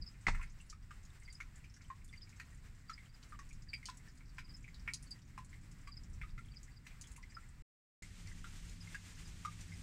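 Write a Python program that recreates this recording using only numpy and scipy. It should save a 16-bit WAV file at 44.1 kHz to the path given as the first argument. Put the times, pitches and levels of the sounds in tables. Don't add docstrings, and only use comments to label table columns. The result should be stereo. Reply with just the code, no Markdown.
import sys
import numpy as np
from scipy import signal
from scipy.fft import rfft, irfft
from scipy.io import wavfile
from scipy.ndimage import uniform_filter1d

SR = 44100
rng = np.random.default_rng(int(sys.argv[2]) if len(sys.argv) > 2 else 0)


def int16_out(signal):
    q = np.round(np.clip(np.atleast_2d(signal).T, -1, 1) * 32767)
    wavfile.write(sys.argv[1], SR, q.astype(np.int16))


N = 433062
TIME = np.arange(N) / SR
AGE = np.arange(int(.3 * SR)) / SR
DROPOUT_START_S, DROPOUT_END_S = 7.622, 8.022


def undb(db):
    return 10 ** (np.asarray(db) / 20)


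def unit(x):
    return x / np.sqrt(np.mean(x ** 2))


def crest(x, size=176):
    power = np.mean(np.atleast_2d(x) ** 2, axis=0)
    return x / np.sqrt(uniform_filter1d(power, size).max())


def fade(t60):
    return np.exp(-np.log(1000) * AGE / max(t60, .002))


def noise(spectrum, size):
    hz, db = np.transpose(spectrum)
    gain = undb(np.interp(np.log(np.fft.rfftfreq(size, 1 / SR) + 1), np.log(hz), db))
    return unit(irfft(rfft(rng.standard_normal(size)) * gain, size))


def burst(spectrum, t60):
    return crest(noise(spectrum, len(AGE)) * fade(t60) * (1 - fade(.007)))


def resonate(x, hz, q):
    return signal.lfilter(*signal.iirpeak(min(hz, SR / 3), max(q, .8), SR), x)


def keep_range(x, kind, hz, order=3):
    return signal.sosfilt(signal.butter(order, hz, kind, fs=SR, output="sos"), x)


def wander(per_second):
    step = int(SR / per_second)
    return 1.29 * uniform_filter1d(np.repeat(rng.standard_normal(N // step + 1), step), step)[:N]


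def add(out, s, x):
    start = max(int(s * SR), 0)
    out[:, start:start + x.shape[1]] += x[:, :max(N - start, 0)]


def echoes(wall_db, wall_t60=0.089, tail_db=-17, tail_t60=0.49, lag_s=.00008):
    chance = rng.standard_normal((4, len(AGE)))
    close = chance[:2] ** 3 * fade(wall_t60) * (AGE > .002)
    tail = chance[2:] * fade(tail_t60)
    path = (undb(wall_db) * unit(close) + undb(tail_db) * unit(tail)) / np.sqrt(len(AGE))
    path[0, int(lag_s * SR)] += 1
    path[1, 0] += 1
    return path


def heard(x, path, pan_db):
    echoed = signal.fftconvolve(x[None], path, axes=1)[:, :len(x)]
    return crest(echoed * undb(np.array([[pan_db], [-pan_db]]) / 2))


def far_noise():
    # (frequency [Hz], level [dB])
    spectrum = [(40, -32.5), (100, -2), (135, 1.5), (200, -9), (270, -12.5), (400, -28.5), (1500, -64)]
    # (time [s], level [dB])
    swell = [(0, -73.5), (2.6, -68), (4.5, -62), (6, -64), (7.6, -67)]
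    return noise(spectrum, N) * undb(np.interp(TIME, *np.transpose(swell)))


def drone(q=9):
    # (pitch [Hz], level [dB])
    tones = [(97, -57.5), (167, -61.5), (255, -74.5)]
    return sum(undb(db) * unit(resonate(resonate(rng.standard_normal(N), hz, q), hz, q))
               for hz, db in tones)


def rumble_and_hiss(spectrum, rumble_db, hiss_db, swell_db=1.5, flicker_db=1.85):
    # (time [s], relative level [dB])
    rumble_curve = [(0, -45), (0.08, -57), (0.55, -61), (2.3, -61), (4.4, -62.5), (5.2, -57.5),
                    (5.45, -54.5), (5.8, -59.5), (6.4, -54), (6.9, -60), (7.3, -57.5), (9.8, -57)]
    middle = noise(spectrum, N)
    side = 1.01 * keep_range(noise(spectrum, N), "high", 300, order=2)
    stereo = np.array([middle + side, middle - side])
    lows = signal.sosfiltfilt(signal.butter(2, 400, fs=SR, output="sos"), stereo)
    rumble = lows / keep_range(middle, "band", [40, 300]).std()
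    hiss = (stereo - lows) / keep_range(middle, "band", [1500, 10000]).std()
    rumble *= undb(np.interp(TIME, *np.transpose(rumble_curve)) + rumble_db + swell_db * wander(5))
    return rumble + hiss * undb(hiss_db + flicker_db * wander(22))


def background():
    # (frequency [Hz], level [dB])
    early_spectrum = [(12, -54.5), (20, 6.5), (45, 1), (120, -7), (262, -22.5), (399, -32), (590, -37.5),
                      (2020, -29.5), (3340, -40.5), (5230, -39), (6360, -43.5), (7730, -37), (10200, -51),
                      (14700, -51.5), (16000, -52.5)]
    # (frequency [Hz], level [dB])
    late_spectrum = [(12, -57), (20, 12.5), (86, -1), (134, -8.5), (172, -6), (255, -14.5), (422, -27.5),
                     (660, -34.5), (2080, -26), (4300, -31), (7520, -30), (9140, -34), (10800, -45.5),
                     (14700, -46), (16000, -67)]
    early = rumble_and_hiss(early_spectrum, rumble_db=2.5, hiss_db=-72) + far_noise()
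    late = rumble_and_hiss(late_spectrum, rumble_db=1, hiss_db=-63) + drone()
    return np.where(TIME < DROPOUT_END_S, early, late)


def splat(hz, t60=0.015, q=1.53, spray_db=-1, snap_db=-20):
    chance = rng.standard_normal((2, len(AGE)))
    snap = crest(chance[0] * fade(0.0074))
    spray = undb(spray_db) * crest(chance[1] ** 3 * fade(t60) * (1 - fade(0.0025)))
    wet = resonate(resonate(snap + spray, hz, q), hz, q)
    wet = keep_range(wet, "low", 9300, order=4)
    return crest(wet) + undb(snap_db) * crest(resonate(snap, hz, 1))


def seepage(spatter_db=-71, moss_db=-70, spread_db=4, count=250):
    out = np.zeros((2, N))
    for when, size, pitch, side, kind in rng.random((count, 5)):
        if kind < .8:
            drip, db = splat(3800 + 4800 * np.sqrt(pitch), q=2.6), spatter_db
        else:
            drip, db = splat(1750 + 650 * pitch, q=4.4), moss_db
        db += spread_db * min(-np.log(1 - size), 3)
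        path = echoes(wall_db=2.5, wall_t60=0.097, lag_s=.0004)
        add(out, when * N / SR, undb(db) * heard(drip, path, pan_db=10 * side - 7))
    return out


def bird_notes(gap_s=.048, lower_hz=221.3, growth_db=5.5):
    # (last note's time [s], its level [dB], its pitch [Hz], note count, lead-in against it [dB])
    calls = [(0.075, -47.5, 5030, 2, 2), (1.356, -51.5, 5030, 3, -3), (2.229, -50, 4940, 3, -7),
             (2.941, -49.5, 4940, 2, -10), (3.15, -61.5, 4920, 2, -6), (3.746, -43.5, 4860, 2, -8),
             (4.55, -47, 5124, 4, -7.5), (5.12, -43.5, 4790, 2, -19), (5.977, -50, 5030, 3, -3.5),
             (6.571, -50, 4870, 2, -8.5), (6.772, -60.5, 4850, 2, -8), (7.354, -53, 5050, 2, -10),
             (8.816, -54, 4940, 2, -14), (9.263, -59, 4930, 2, -16), (9.744, -60, 5050, 2, -10)]
    for s, db, hz, count, lead_db in calls:
        yield s, db, hz
        for k in range(round(count) - 1):
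            yield s - (k + 1) * gap_s, db + lead_db - k * growth_db, hz - lower_hz


def bird(gain_db=-1, glide_s=0.0091, width_s=.0065, peak_s=.022, fall_hz=280, rough_hz=110):
    out = np.zeros((2, N))
    from_peak = AGE - peak_s
    for s, db, hz in bird_notes():
        waver = rough_hz * noise([(400, -5.5), (1500, -22)], len(AGE))
        pitch = hz - fall_hz * np.tanh(from_peak / glide_s) + waver
        note = np.sin(2 * np.pi * np.cumsum(pitch) / SR) * np.exp(-(from_peak / width_s) ** 2)
        path = echoes(wall_db=5, wall_t60=0.069, tail_db=-23.5, lag_s=.00042)
        add(out, s - peak_s - .004, undb(db + gain_db) * heard(note, path, pan_db=-2))
    return out


def ring(hz, t60, rise=0.007, swell_cycles=9):
    pitch = hz * (1 + rise * (.5 - fade(t60 * 2)))
    tone = np.sin(2 * np.pi * np.cumsum(pitch) / SR) * fade(t60) * (1 - fade(swell_cycles / hz))
    return crest(keep_range(tone, "high", .75 * hz))


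def microphone_bump(sway_db=-31.5, sway_hz=25, sway_t60=0.74, thump_db=-38, thump_t60=.66):
    # (time [s], level [dB], ring pitch [Hz], ring fade time [s], crack against ring [dB])
    knocks = [(0.2675, -24.5, 1998, 0.017, -4), (.278, -39, 2100, .02, -14),
              (0.2807, -31.5, 1510, 0.016, 6), (0.2839, -35, 920, 0.019, -2)]
    # (frequency [Hz], level [dB])
    case_spectrum = [(60, -9), (170, 1.5), (300, -13), (600, -12.5), (950, -7.5), (2200, -1.5),
                     (3000, -17.5), (6000, -14.5), (8500, -18.5), (10000, -47), (16000, -52)]
    out = np.zeros((2, N))
    for s, db, hz, t60, crack_db in knocks:
        knock = ring(hz, t60) + undb(crack_db) * burst(case_spectrum, t60=0.073)
        add(out, s, undb(db) * heard(knock, echoes(wall_db=-10.5, tail_db=-14.5), pan_db=-6))
    sway = undb(sway_db) * np.sqrt(2) * np.sin(2 * np.pi * sway_hz * AGE) * fade(sway_t60)
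    low_noise = noise([(8, -30.5), (30, 7.5), (60, -0.5), (150, -9), (400, -40), (2000, -95)], len(AGE))
    thump = undb(thump_db) * low_noise * fade(thump_t60) * (1 - fade(.02))
    add(out, .277, np.tile(sway + thump, (2, 1)))
    return out


def plinks(level_db=-65, spread_db=6, low_hz=2800, high_hz=3800, ring_t60=.014, count=16):
    out = np.zeros((2, N))
    for when, size, pitch in rng.random((count, 3)):
        bubble = ring(low_hz + (high_hz - low_hz) * pitch, ring_t60)
        plink = heard(bubble, echoes(wall_db=0.5, wall_t60=0.036), pan_db=1)
        add(out, when * N / SR, undb(level_db + spread_db * (size - .5)) * plink)
    return out


def splats(gain_db=1.5, pan_db=-1.5):
    # (time [s], relative level [dB], strongest frequency [Hz])
    landings = [(0.4293, -59, 6940), (0.699, -49, 6140), (1.051, -60, 6500), (1.326, -55, 7700),
                (1.7404, -58, 5550), (1.8197, -62, 5440), (2.045, -60, 9500), (2.0793, -64.5, 9400),
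                (2.293, -60.5, 5940), (3.2283, -56, 4530), (3.3902, -55, 5670), (3.4903, -60, 7100),
                (3.5292, -59, 7000), (3.8557, -43, 5100), (3.897, -52, 5500), (3.971, -56, 8600),
                (4.7438, -56, 4830), (4.9358, -38, 5830), (5.026, -55, 8600), (5.108, -55.5, 7900),
                (5.447, -60, 8160), (5.715, -60.5, 6960), (6.631, -55, 7500), (7.012, -48, 7500),
                (7.071, -58, 7900), (7.117, -58, 7900), (7.163, -56.5, 9100), (8.024, -54, 6900),
                (8.272, -55, 5500), (8.695, -57, 7150), (9.2746, -58, 7100), (9.6087, -54, 7000)]
    out = np.zeros((2, N))
    for s, db, hz in landings:
        landing = heard(splat(hz), echoes(wall_db=2.5, wall_t60=0.099, lag_s=0.00045), pan_db)
        add(out, s, undb(db + gain_db) * landing)
    return out


def pool_drop(bubble_db, hz, slap_db, tick_db, pan_db, slap_path, crater_hz=1020, crater_db=-16.5):
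    # (frequency [Hz], level [dB])
    slap_spectrum = [(300, -62), (750, -42), (1000, -31.5), (1400, 4), (1900, 6), (2200, 5), (2600, 2.5),
                     (3100, -13.5), (6000, -33)]
    # (frequency [Hz], level [dB])
    tick_spectrum = [(600, -62), (1500, -28), (3000, 5), (4500, 1), (8000, -1), (10000, -13), (16000, -22)]
    bubble = ring(hz, t60=.045 * (1000 / hz) ** 1.36)
    bubble = heard(bubble, echoes(wall_db=3.5, wall_t60=0.091, lag_s=.00016), pan_db)
    crater = undb(crater_db) * ring(crater_hz, t60=0.12)
    slap = heard(burst(slap_spectrum, t60=0.021) + crater, slap_path, pan_db)
    tick = burst(tick_spectrum, t60=0.0082)
    tick = heard(tick, echoes(wall_db=6.5, wall_t60=0.14, lag_s=.0004), pan_db / 2)
    return undb(bubble_db) * bubble + undb(slap_db) * slap + undb(tick_db) * tick


def beats(runs):
    for (first, period, pan_db), end in zip(runs, (DROPOUT_START_S, N / SR)):
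        for s in np.arange(first, end, period):
            yield s, pan_db


def pool(gain_db=-0.5):
    # (first drop [s], time between drops [s], pan [dB])
    quick_runs = [(0.4105, 0.4966, -5.5), (8.442, 0.5035, 1)]
    # (first drop [s], time between drops [s], pan [dB])
    slow_runs = [(0.427, 0.8504, -10), (8.025, 0.847, -8)]
    # (delay [s], bubble [dB], pitch [Hz], slap [dB], tick [dB])
    quick_drops = [(.002, -47, 2500, -47, -71), (0, -52.5, 1216, -52, -61),
                   (-.001, -40.5, 2198, -44, -55.5), (0.00062, -42, 1060, -51.5, -67),
                   (.001, -51.5, 2500, -44, -54), (.002, -42.5, 1320, -49, -53),
                   (0, -49.5, 1116, -50.5, -72), (-0.00057, -44, 990, -47, -51),
                   (-.001, -53.5, 1000, -41.5, -54.5), (-.003, -34, 2250, -38.5, -58),
                   (.001, -44, 1028, -49.5, -58), (0, -52.5, 1150, -50, -60), (.008, -52, 1380, -59, -68),
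                   (0, -50, 2510, -50, -55.5), (.004, -43.5, 1350, -55.5, -78), (0, -44, 1360, -51.5, -55),
                   (0, -37.5, 1640, -47, -51), (0, -37, 1206, -47, -50.5)]
    # (time [s], bubble [dB], pitch [Hz], slap [dB], pan [dB])
    stray_drops = [(0.347, -51, 2040, -42.5, -7), (0.394, -54, 1050, -54, -1), (0.432, -51, 2110, -52, 0),
                   (0.599, -56, 2720, -78, -2), (0.7262, -53.5, 1270, -58, -5),
                   (1.222, -58.5, 2090, -73, -9), (1.641, -49, 2500, -74, -1),
                   (1.808, -63, 2190, -60.5, -3), (2.327, -58.5, 2200, -68, -10),
                   (3.322, -50.5, 1226, -54, -3), (3.346, -55.5, 1155, -59, -3),
                   (3.507, -56, 2360, -78, -5), (3.7322, -35.5, 2300, -62, -4),
                   (4.207, -69, 2090, -56, -13), (4.643, -51, 2350, -86, -15.5),
                   (4.75, -61.5, 3870, -78, 3), (4.892, -50.5, 2290, -61, 0),
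                   (6.214, -43.5, 2210, -48.5, -4), (6.234, -52.5, 1264, -58, -8),
                   (7.038, -56, 3250, -59.5, 3), (7.178, -57, 1033, -72, -5), (8.272, -55, 2070, -67, -6),
                   (8.315, -52, 1900, -61, -3)]
    out = np.zeros((2, N))
    path = echoes(wall_db=-2.5, wall_t60=0.15, lag_s=0.00014)
    for (s, pan_db), (delay, bubble_db, hz, slap_db, tick_db) in zip(beats(quick_runs), quick_drops):
        add(out, s + delay, pool_drop(bubble_db, hz, slap_db, tick_db, pan_db, path))
    for s, pan_db in beats(slow_runs):
        drop = pool_drop(bubble_db=-50.5, hz=2090, slap_db=-64.5, tick_db=-65.5,
                         pan_db=pan_db, slap_path=path)
        add(out, s, drop)
    for s, bubble_db, hz, slap_db, pan_db in stray_drops:
        tick_db = bubble_db - 18.5
        add(out, s, pool_drop(bubble_db, hz, slap_db, tick_db, pan_db, path))
    return undb(gain_db) * out


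def scene():
    return background() + pool() + splats() + plinks() + seepage() + bird() + microphone_bump()


def record(dry):
    top_hz = 15700
    sound_on = (TIME < DROPOUT_START_S) | (TIME > DROPOUT_END_S)
    soft_switch = uniform_filter1d(sound_on * 1., size=64)
    return signal.sosfilt(signal.ellip(8, .2, 70, top_hz, fs=SR, output="sos"), dry * soft_switch)


dry = scene()
out = record(dry)
int16_out(out)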